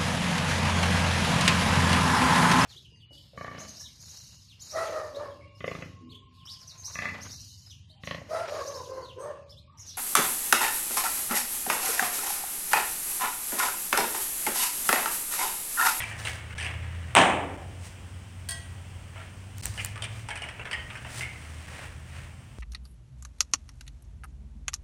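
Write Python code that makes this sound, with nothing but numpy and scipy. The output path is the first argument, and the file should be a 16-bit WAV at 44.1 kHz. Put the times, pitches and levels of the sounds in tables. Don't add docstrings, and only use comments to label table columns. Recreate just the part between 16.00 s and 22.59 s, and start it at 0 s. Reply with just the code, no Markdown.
import sys
import numpy as np
from scipy import signal
from scipy.fft import rfft, irfft, next_fast_len
from scipy.io import wavfile
from scipy.ndimage import uniform_filter1d, map_coordinates

SR = 44100
rng = np.random.default_rng(int(sys.argv[2]) if len(sys.argv) > 2 else 0)


def wrap_up_sound(samples):
    columns = np.atleast_2d(samples).T
    tamed = np.clip(columns, -1, 1)
    steps = np.round(tamed * 32767).astype(np.int16)
    wavfile.write(sys.argv[1], SR, steps)


N = 290442


def amp(db):
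    return 10 ** (np.asarray(db) / 20)


def unit(x):
    return x / np.sqrt(np.mean(x ** 2) + 1e-20)


def unit_energy(x):
    return x / np.linalg.norm(x)


def along(points, hz):
    f, value = np.transpose(points)
    return np.interp(np.log(hz + 1), np.log(f + 1), value)


def over_time(points):
    return np.interp(np.arange(N) / SR, *np.transpose(points))


def wobble(knots_per_s, size=N):
    knots = rng.standard_normal(int(size * knots_per_s / SR) + 4)
    return map_coordinates(knots, [np.arange(size) * knots_per_s / SR])


def swell(top_s, length_s):
    return np.exp(-((np.arange(N) / SR - top_s) / length_s) ** 2)


def add(track, at_s, sound):
    start = max(round(at_s * SR), 0)
    track[start:start + len(sound)] += sound[:N - start]


def body(spectrum, resonances=(), size=8192):
    hz = np.fft.rfftfreq(size, 1 / SR)
    db = along(spectrum, hz)
    for f, width_hz, lift_db in resonances:
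        db = db + lift_db / (1 + (2 * (hz - f) / width_hz) ** 2)
    cepstrum = irfft(np.log(amp(db)))
    cepstrum[1:size // 2] *= 2
    cepstrum[size // 2 + 1:] = 0
    return unit_energy(irfft(np.exp(rfft(cepstrum))))


def through(x, response):
    return signal.fftconvolve(x, response)[:len(x)]


def noise(spectrum):
    return unit(through(rng.standard_normal(N), body(spectrum)))


def burst(t60_s, size=4096):
    return rng.standard_normal(size) * amp(-60 * np.arange(size) / SR / t60_s)


# f/Hz, t60/s
HALL_DECAY = [(120, 0.49), (300, 1.31), (800, 0.75), (2500, 0.68), (5000, 0.42), (9000, 0.54),
              (15000, 0.57)]


def hall_tail(build_s):
    hz, t, bins = signal.stft(rng.standard_normal(SR + SR // 2), SR, nperseg=256)
    decay = amp(-60 * t / along(HALL_DECAY, hz)[:, None])
    tail = signal.istft(bins * decay, SR, nperseg=256)[1]
    tail *= 1 - np.exp(-(np.arange(len(tail)) / SR / build_s) ** 2)
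    return unit_energy(tail)


def in_hall(x, wet_db, wall_hz=5000):
    lowpass = signal.butter(1, wall_hz, fs=SR, output="sos")
    return x + amp(wet_db) * through(signal.sosfilt(lowpass, x), hall_tail(build_s=0.027))


# f/Hz, level/dB per Hz
RUMBLE_SPECTRUM = [(18, -49), (26, -37), (35, -10), (55, -2), (75, 3), (100, 1), (125, 0.5), (160, -8.5),
                   (200, -11), (280, -23), (450, -34), (1500, -100)]


def rumble(level_db=-45.5):
    return amp(level_db) * noise(RUMBLE_SPECTRUM)


# f/Hz, level/dB per Hz
AIR_SPECTRUM = [(150, -2.5), (260, 3.5), (400, -3), (700, -2), (1500, -5), (3050, -4.5), (3900, -16),
                (5600, -13.5), (7000, -15.5), (8700, -9.5), (10300, -21.5), (12500, -29.5), (14800, -24.5),
                (16500, -28)]
# t/s, level/dB
AIR_LEVEL = [(0, -52.5), (5.5, -52.5), (6, -55.5), (6.59, -56.5)]


def hall_air(waver_db=0.4):
    return amp(over_time(AIR_LEVEL) + waver_db * wobble(3.34)) * noise(AIR_SPECTRUM)


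def engine(pitch_hz, waver_db, octave_db):
    phase = 2 * np.pi * np.cumsum(pitch_hz + 0.56 * wobble(12)) / SR
    tone = np.sin(phase) + amp(octave_db) * np.sin(2 * phase)
    return amp(waver_db * wobble(8.7)) * unit(tone)


# start/s, end/s, start f/Hz, climb/Hz per s
GEARS = [(0, 2.3, 78.6, 5.9), (2.52, 4.1, 87.75, 8.3), (4.72, 6.59, 72.4, 6)]
# t/s, level/dB
ENGINE_LEVEL = [(0.0, -47), (0.2, -46), (0.97, -34.5), (1.25, -42.5), (3.89, -42.5), (4.22, -44.5),
                (4.25, -52.5), (5.89, -44.5), (6.59, -56)]


def near_engine(trim_db=-1.0):
    corners = []
    for start_s, end_s, start_hz, climb in GEARS:
        corners += [(start_s, start_hz), (end_s, start_hz + climb * (end_s - start_s))]
    tone = engine(over_time(corners), waver_db=0.0, octave_db=-17.5)
    return amp(trim_db + over_time(ENGINE_LEVEL)) * tone


# top t/s, length/s, f at top/Hz, level/dB
PASSES = [(0.508, 0.96, 112.5, -45), (4.068, 0.36, 111.5, -44.5), (5.047, .3, 119, -46),
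          (6.097, 0.21, 128, -53)]
PASS_CLIMB_HZ_PER_S = 13


def far_engines():
    t = np.arange(N) / SR
    track = np.zeros(N)
    for top_s, length_s, hz, db in PASSES:
        pitch_hz = hz + PASS_CLIMB_HZ_PER_S * (t - top_s)
        track += amp(db) * swell(top_s, length_s) * engine(pitch_hz, waver_db=2.5, octave_db=-27)
    return track


# top t/s, level/dB
THUDS = [(3.68, -39), (3.88, -39), (5.93, -44)]
# f/Hz, level/dB per Hz
TURF_SPECTRUM = [(30, -34), (45, -6), (62, 0), (90, -2), (160, -17), (500, -68)]


def thuds(length_s=0.049):
    gain = sum(amp(db) * swell(top_s, length_s) for top_s, db in THUDS)
    return gain * noise(TURF_SPECTRUM)


# top t/s, length/s, rub level/dB, swish level/dB
STROKES = [(0.023, 0.12, -48, -48), (0.273, 0.1, -43, -45), (0.666, 0.049, -40.5, -53),
           (0.804, 0.75, -49, -63.5), (1.87, 0.06, -55, -52), (3.22, 0.071, -49, -62),
           (3.66, 0.062, -47.5, -43), (3.82, 0.088, -51, -45.5), (4.176, 0.063, -52, -54),
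           (5.178, 0.063, -43, -42), (5.4, 0.62, -52, -56), (5.79, 0.11, -42.5, -52.5),
           (6.187, 0.1, -47, -55.5)]
# f/Hz, level/dB per Hz
RUB_SPECTRUM = [(150, -10.5), (350, -8.5), (600, -5), (1000, -5), (1500, -3.5), (1900, 0), (2400, -4),
                (3000, -6.5), (3900, -15.5), (6000, -41), (9000, -48)]
# f/Hz, level/dB per Hz
SWISH_SPECTRUM = [(2500, -14), (4000, -2.5), (6000, -2), (7200, -3.5), (8700, 1), (10000, -5.5),
                  (12500, -21), (15000, -11), (16500, -32)]
KNOCK_RUB_DB, KNOCK_RUB_LAG_S, KNOCK_RUB_S = -13, 0.026, 0.076


def cloth(grain_db=2, rub_trim_db=-1, swish_trim_db=-1):
    rub_power, swish_power = np.zeros(N), np.zeros(N)
    for top_s, length_s, rub_db, swish_db in STROKES:
        move = swell(top_s, length_s)
        rub_power += (move * amp(rub_db)) ** 2
        swish_power += (move * amp(swish_db)) ** 2
    for at_s, clack_db, *_ in KNOCKS:
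        move = swell(at_s + KNOCK_RUB_LAG_S, KNOCK_RUB_S)
        rub_power += (move * amp(clack_db + KNOCK_RUB_DB)) ** 2
    rub = amp(rub_trim_db) * np.sqrt(rub_power) * noise(RUB_SPECTRUM)
    swish = amp(swish_trim_db) * np.sqrt(swish_power) * noise(SWISH_SPECTRUM)
    grain = amp(grain_db * wobble(250) + 1.2 * wobble(30))
    return in_hall((rub + swish) * grain, wet_db=-9.5)


# t/s, energy level/dB
BUCKLE_TICKS = [(3.583, -18.5), (3.6565, -1.5), (3.848, -4), (3.860, -14)]
# f/Hz, level/dB per Hz
BUCKLE_SPECTRUM = [(300, -19), (2500, -14.5), (5000, -20), (8500, -2), (11500, -18), (15000, -17),
                   (17000, -13)]


def buckles(tick_t60_s=0.003):
    track = np.zeros(N)
    for at_s, db in BUCKLE_TICKS:
        tick = through(burst(tick_t60_s), body(BUCKLE_SPECTRUM))
        add(track, at_s, amp(db) * unit_energy(tick))
    return track


# f/Hz, relative level/dB, t60/s
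STEEL_MODES = [(684, -11.5, 0.58), (1070, -11.5, 0.29), (1575, -4, 0.16), (1923, -0.5, 0.51),
               (3266, -3.5, 0.39), (4452, -5, 0.14), (5146, -5.5, 0.22), (6200, -13, 0.36),
               (6570, -12, 0.33), (8140, 0.5, 0.27), (9055, -7, .2), (14620, -22, .3)]
# t/s, ring level/dB, scrape level/dB
CLINKS = [(2.488, -42, -28.5), (2.4923, -45, -35), (2.5, -55, -44), (2.507, -50, -30), (2.518, -39, -35)]
# f/Hz, level/dB per Hz
SCRAPE_SPECTRUM = [(600, -49), (1600, -7), (3000, -4.5), (7000, -8.5), (11500, -12), (15000, -16.5)]
# f/Hz, width/Hz, lift/dB
SCRAPE_RESONANCES = [(1610, 130, 14.5), (4580, 340, 10), (8770, 1900, 18)]


def steel():
    ring, scrape, t = np.zeros(N), np.zeros(N), np.arange(N) / SR
    for hz, mode_db, t60_s in STEEL_MODES:
        energy = np.zeros(N)
        for at_s, ring_db, _ in CLINKS:
            add(energy, at_s, amp(ring_db + mode_db - 60 * t[:SR] / t60_s) ** 2)
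        flutter = amp(1.4 * wobble(60))
        ring += np.sqrt(energy) * flutter * np.sin(2 * np.pi * hz * t + 0.55 * wobble(90))
    for at_s, _, scrape_db in CLINKS:
        add(scrape, at_s, amp(scrape_db) * burst(t60_s=0.061))
    scrape = through(scrape, body(SCRAPE_SPECTRUM, SCRAPE_RESONANCES))
    return ring + in_hall(scrape, wet_db=-4.5)


# low f/Hz, high f/Hz, t60/s
SHELL_BANDS = [(400, 1530, 0.22), (1570, 3370, 0.13), (3250, 13400, 0.085)]
# f/Hz, level/dB per Hz
PLASTIC_SPECTRUM = [(200, -6), (600, -3), (1200, -4), (2100, 5), (2900, 3), (3800, -11), (5600, -10),
                    (7000, -13.5), (8800, 0), (11500, -25.5), (16000, -34)]


def contact(levels_db, tick_db=5, tick_t60_s=0.0058, grain_db=3):
    resonances = [(hz, 150, 7) for hz in rng.uniform(600, 6210, size=12)]
    colour = body(PLASTIC_SPECTRUM, resonances)
    size = SR // 2
    knock = np.zeros(size)
    for db, (low_hz, high_hz, t60_s) in zip(levels_db, SHELL_BANDS):
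        band = signal.butter(3, [low_hz, high_hz], "band", fs=SR, output="sos")
        chatter = unit(amp(grain_db * wobble(699, size)))
        contacts = chatter * burst(t60_s, size) + amp(tick_db) * burst(tick_t60_s, size)
        blow = signal.sosfilt(band, through(contacts, colour))
        knock += amp(db) * blow / np.std(blow[:SR // 64])
    return knock


# t/s, clack level/dB, then thud, edge, rebound levels/dB re clack
KNOCKS = [(0.003, -33, -10, -9, -3), (0.113, -46.5, 3, -8, -4), (0.251, -37, -7, -3.5, 4.5),
          (0.507, -50, -3, -9, 0), (0.581, -39.5, -8, -3, -1), (0.608, -38, -9, -3, 0.5),
          (0.646, -38, -9, -5.5, 0), (3.159, -52, 3, -11, 1), (3.777, -38.5, -7, -14, 4),
          (3.958, -48.5, 4.5, -4, 0), (4.022, -42, -3.5, 4.5, 3.5), (4.287, -42.5, 2.5, -3, 5),
          (4.356, -42, -3.5, -2, 0.5), (4.42, -39, -5, -5.5, -2.5), (4.488, -41, -12, -10.5, -13),
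          (4.595, -43, 0, -22, -4), (4.654, -42, 0.5, -12.5, -6), (4.712, -37.5, -6.5, -7, 6),
          (4.901, -43, -6, -14, -10.5), (4.954, -45, 0, -5.5, -3.5), (5.048, -48.5, 5, -11, 0),
          (5.209, -35.5, -15, -13, 0.5)]
REBOUND_LAG_S = .0185
REBOUND_OFFSETS_DB = np.array([-7, 0, -3])
REBOUND_SHARES = np.array([.65, 1, .65])


def guards(trim_db=1, wet_db=-7):
    track = np.zeros(N)
    for at_s, clack_db, thud_db, edge_db, rebound_db in KNOCKS:
        first_db = clack_db + np.array([thud_db, 0, edge_db])
        second_db = first_db + rebound_db * REBOUND_SHARES + REBOUND_OFFSETS_DB
        add(track, at_s, in_hall(contact(first_db), wet_db))
        add(track, at_s + REBOUND_LAG_S, in_hall(contact(second_db), wet_db))
    return amp(trim_db) * track


CATCH_S = 1.1516
# f/Hz, width/Hz, level/dB
POCKET_MODES = [(1230, 160, 6), (2920, 510, -2), (8530, 550, -3)]


def mitt_crack(peak_db=2.0, slap=0.61, slap_lag_s=.0005, crumple_db=-16):
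    track, t = np.zeros(N), np.arange(SR // 20) / SR
    crack = np.zeros(len(t))
    for hz, width_hz, db in POCKET_MODES:
        decay = width_hz * np.exp(-np.pi * width_hz * t)
        crack += amp(db) * decay * np.sin(2 * np.pi * hz * t)
    crack *= -amp(peak_db) / np.abs(crack).max()
    crumple = through(burst(t60_s=0.021), unit_energy(crack))
    add(track, CATCH_S, crack)
    add(track, CATCH_S, amp(crumple_db) * crumple)
    add(track, CATCH_S + slap_lag_s, slap * crack)
    band = signal.butter(4, [500, 10000], "band", fs=SR, output="sos")
    return signal.sosfilt(band, track)


# t/s, relative level/dB
WALL_ECHOES = [(1.1638, -0.5), (1.1690, 0), (1.1795, -3), (1.1870, 0.5), (1.2150, -4.5), (1.2997, -13)]
# f/Hz, level/dB per Hz
SMACK_SPECTRUM = [(70, -45), (115, -14.5), (170, -8), (230, -11), (340, -11.5), (460, -12), (650, -4),
                  (820, -1), (1300, -10), (3050, -9), (4600, -29.5), (6200, -27), (8700, -23),
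                  (11800, -52.5), (16000, -50)]
# f/Hz, width/Hz, lift/dB
SMACK_RESONANCES = [(273, 35, 7), (782, 22, 3), (870, 22, 0.5), (1132, 44, 5.5), (1340, 36, 0),
                    (1630, 23, 0), (1717, 41, 4), (2100, 33, 0), (2810, 150, -5), (9200, 1200, 2.5)]


def mitt_echoes(tail_db=20.0, echo_db=9, scatter_t60_s=0.017):
    track = np.zeros(N)
    add(track, CATCH_S, amp(tail_db) * hall_tail(build_s=0.011))
    for at_s, db in WALL_ECHOES:
        add(track, at_s, amp(echo_db + db) * unit_energy(burst(scatter_t60_s)))
    return through(track, body(SMACK_SPECTRUM, SMACK_RESONANCES))


def mitt():
    return mitt_crack() + mitt_echoes()


def scene():
    background = rumble() + hall_air() + near_engine() + far_engines()
    catcher = thuds() + cloth() + buckles() + guards()
    return (background + catcher + steel() + mitt())[None]


GAP_LENGTHS_S = [.006, .004, .002, .011, .005, .004]
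GAP_FIRST_S, GAP_EVERY_S = .547, 1.024
TOP_HZ = 16100


def record(dry):
    t = np.arange(N) / SR
    gate = np.ones(N)
    for k, length_s in enumerate(GAP_LENGTHS_S):
        centre_s = GAP_FIRST_S + k * GAP_EVERY_S
        gate[np.abs(t - centre_s) < length_s / 2] = 0
    gated = dry * uniform_filter1d(gate, size=44)
    rounded = gated / (1 + gated ** 8) ** (1 / 8)
    size = next_fast_len(N + SR // 4)
    passed = np.fft.rfftfreq(size, 1 / SR) < TOP_HZ
    return irfft(rfft(rounded, size) * passed, size)[..., :N]


dry = scene()
out = record(dry)
wrap_up_sound(out)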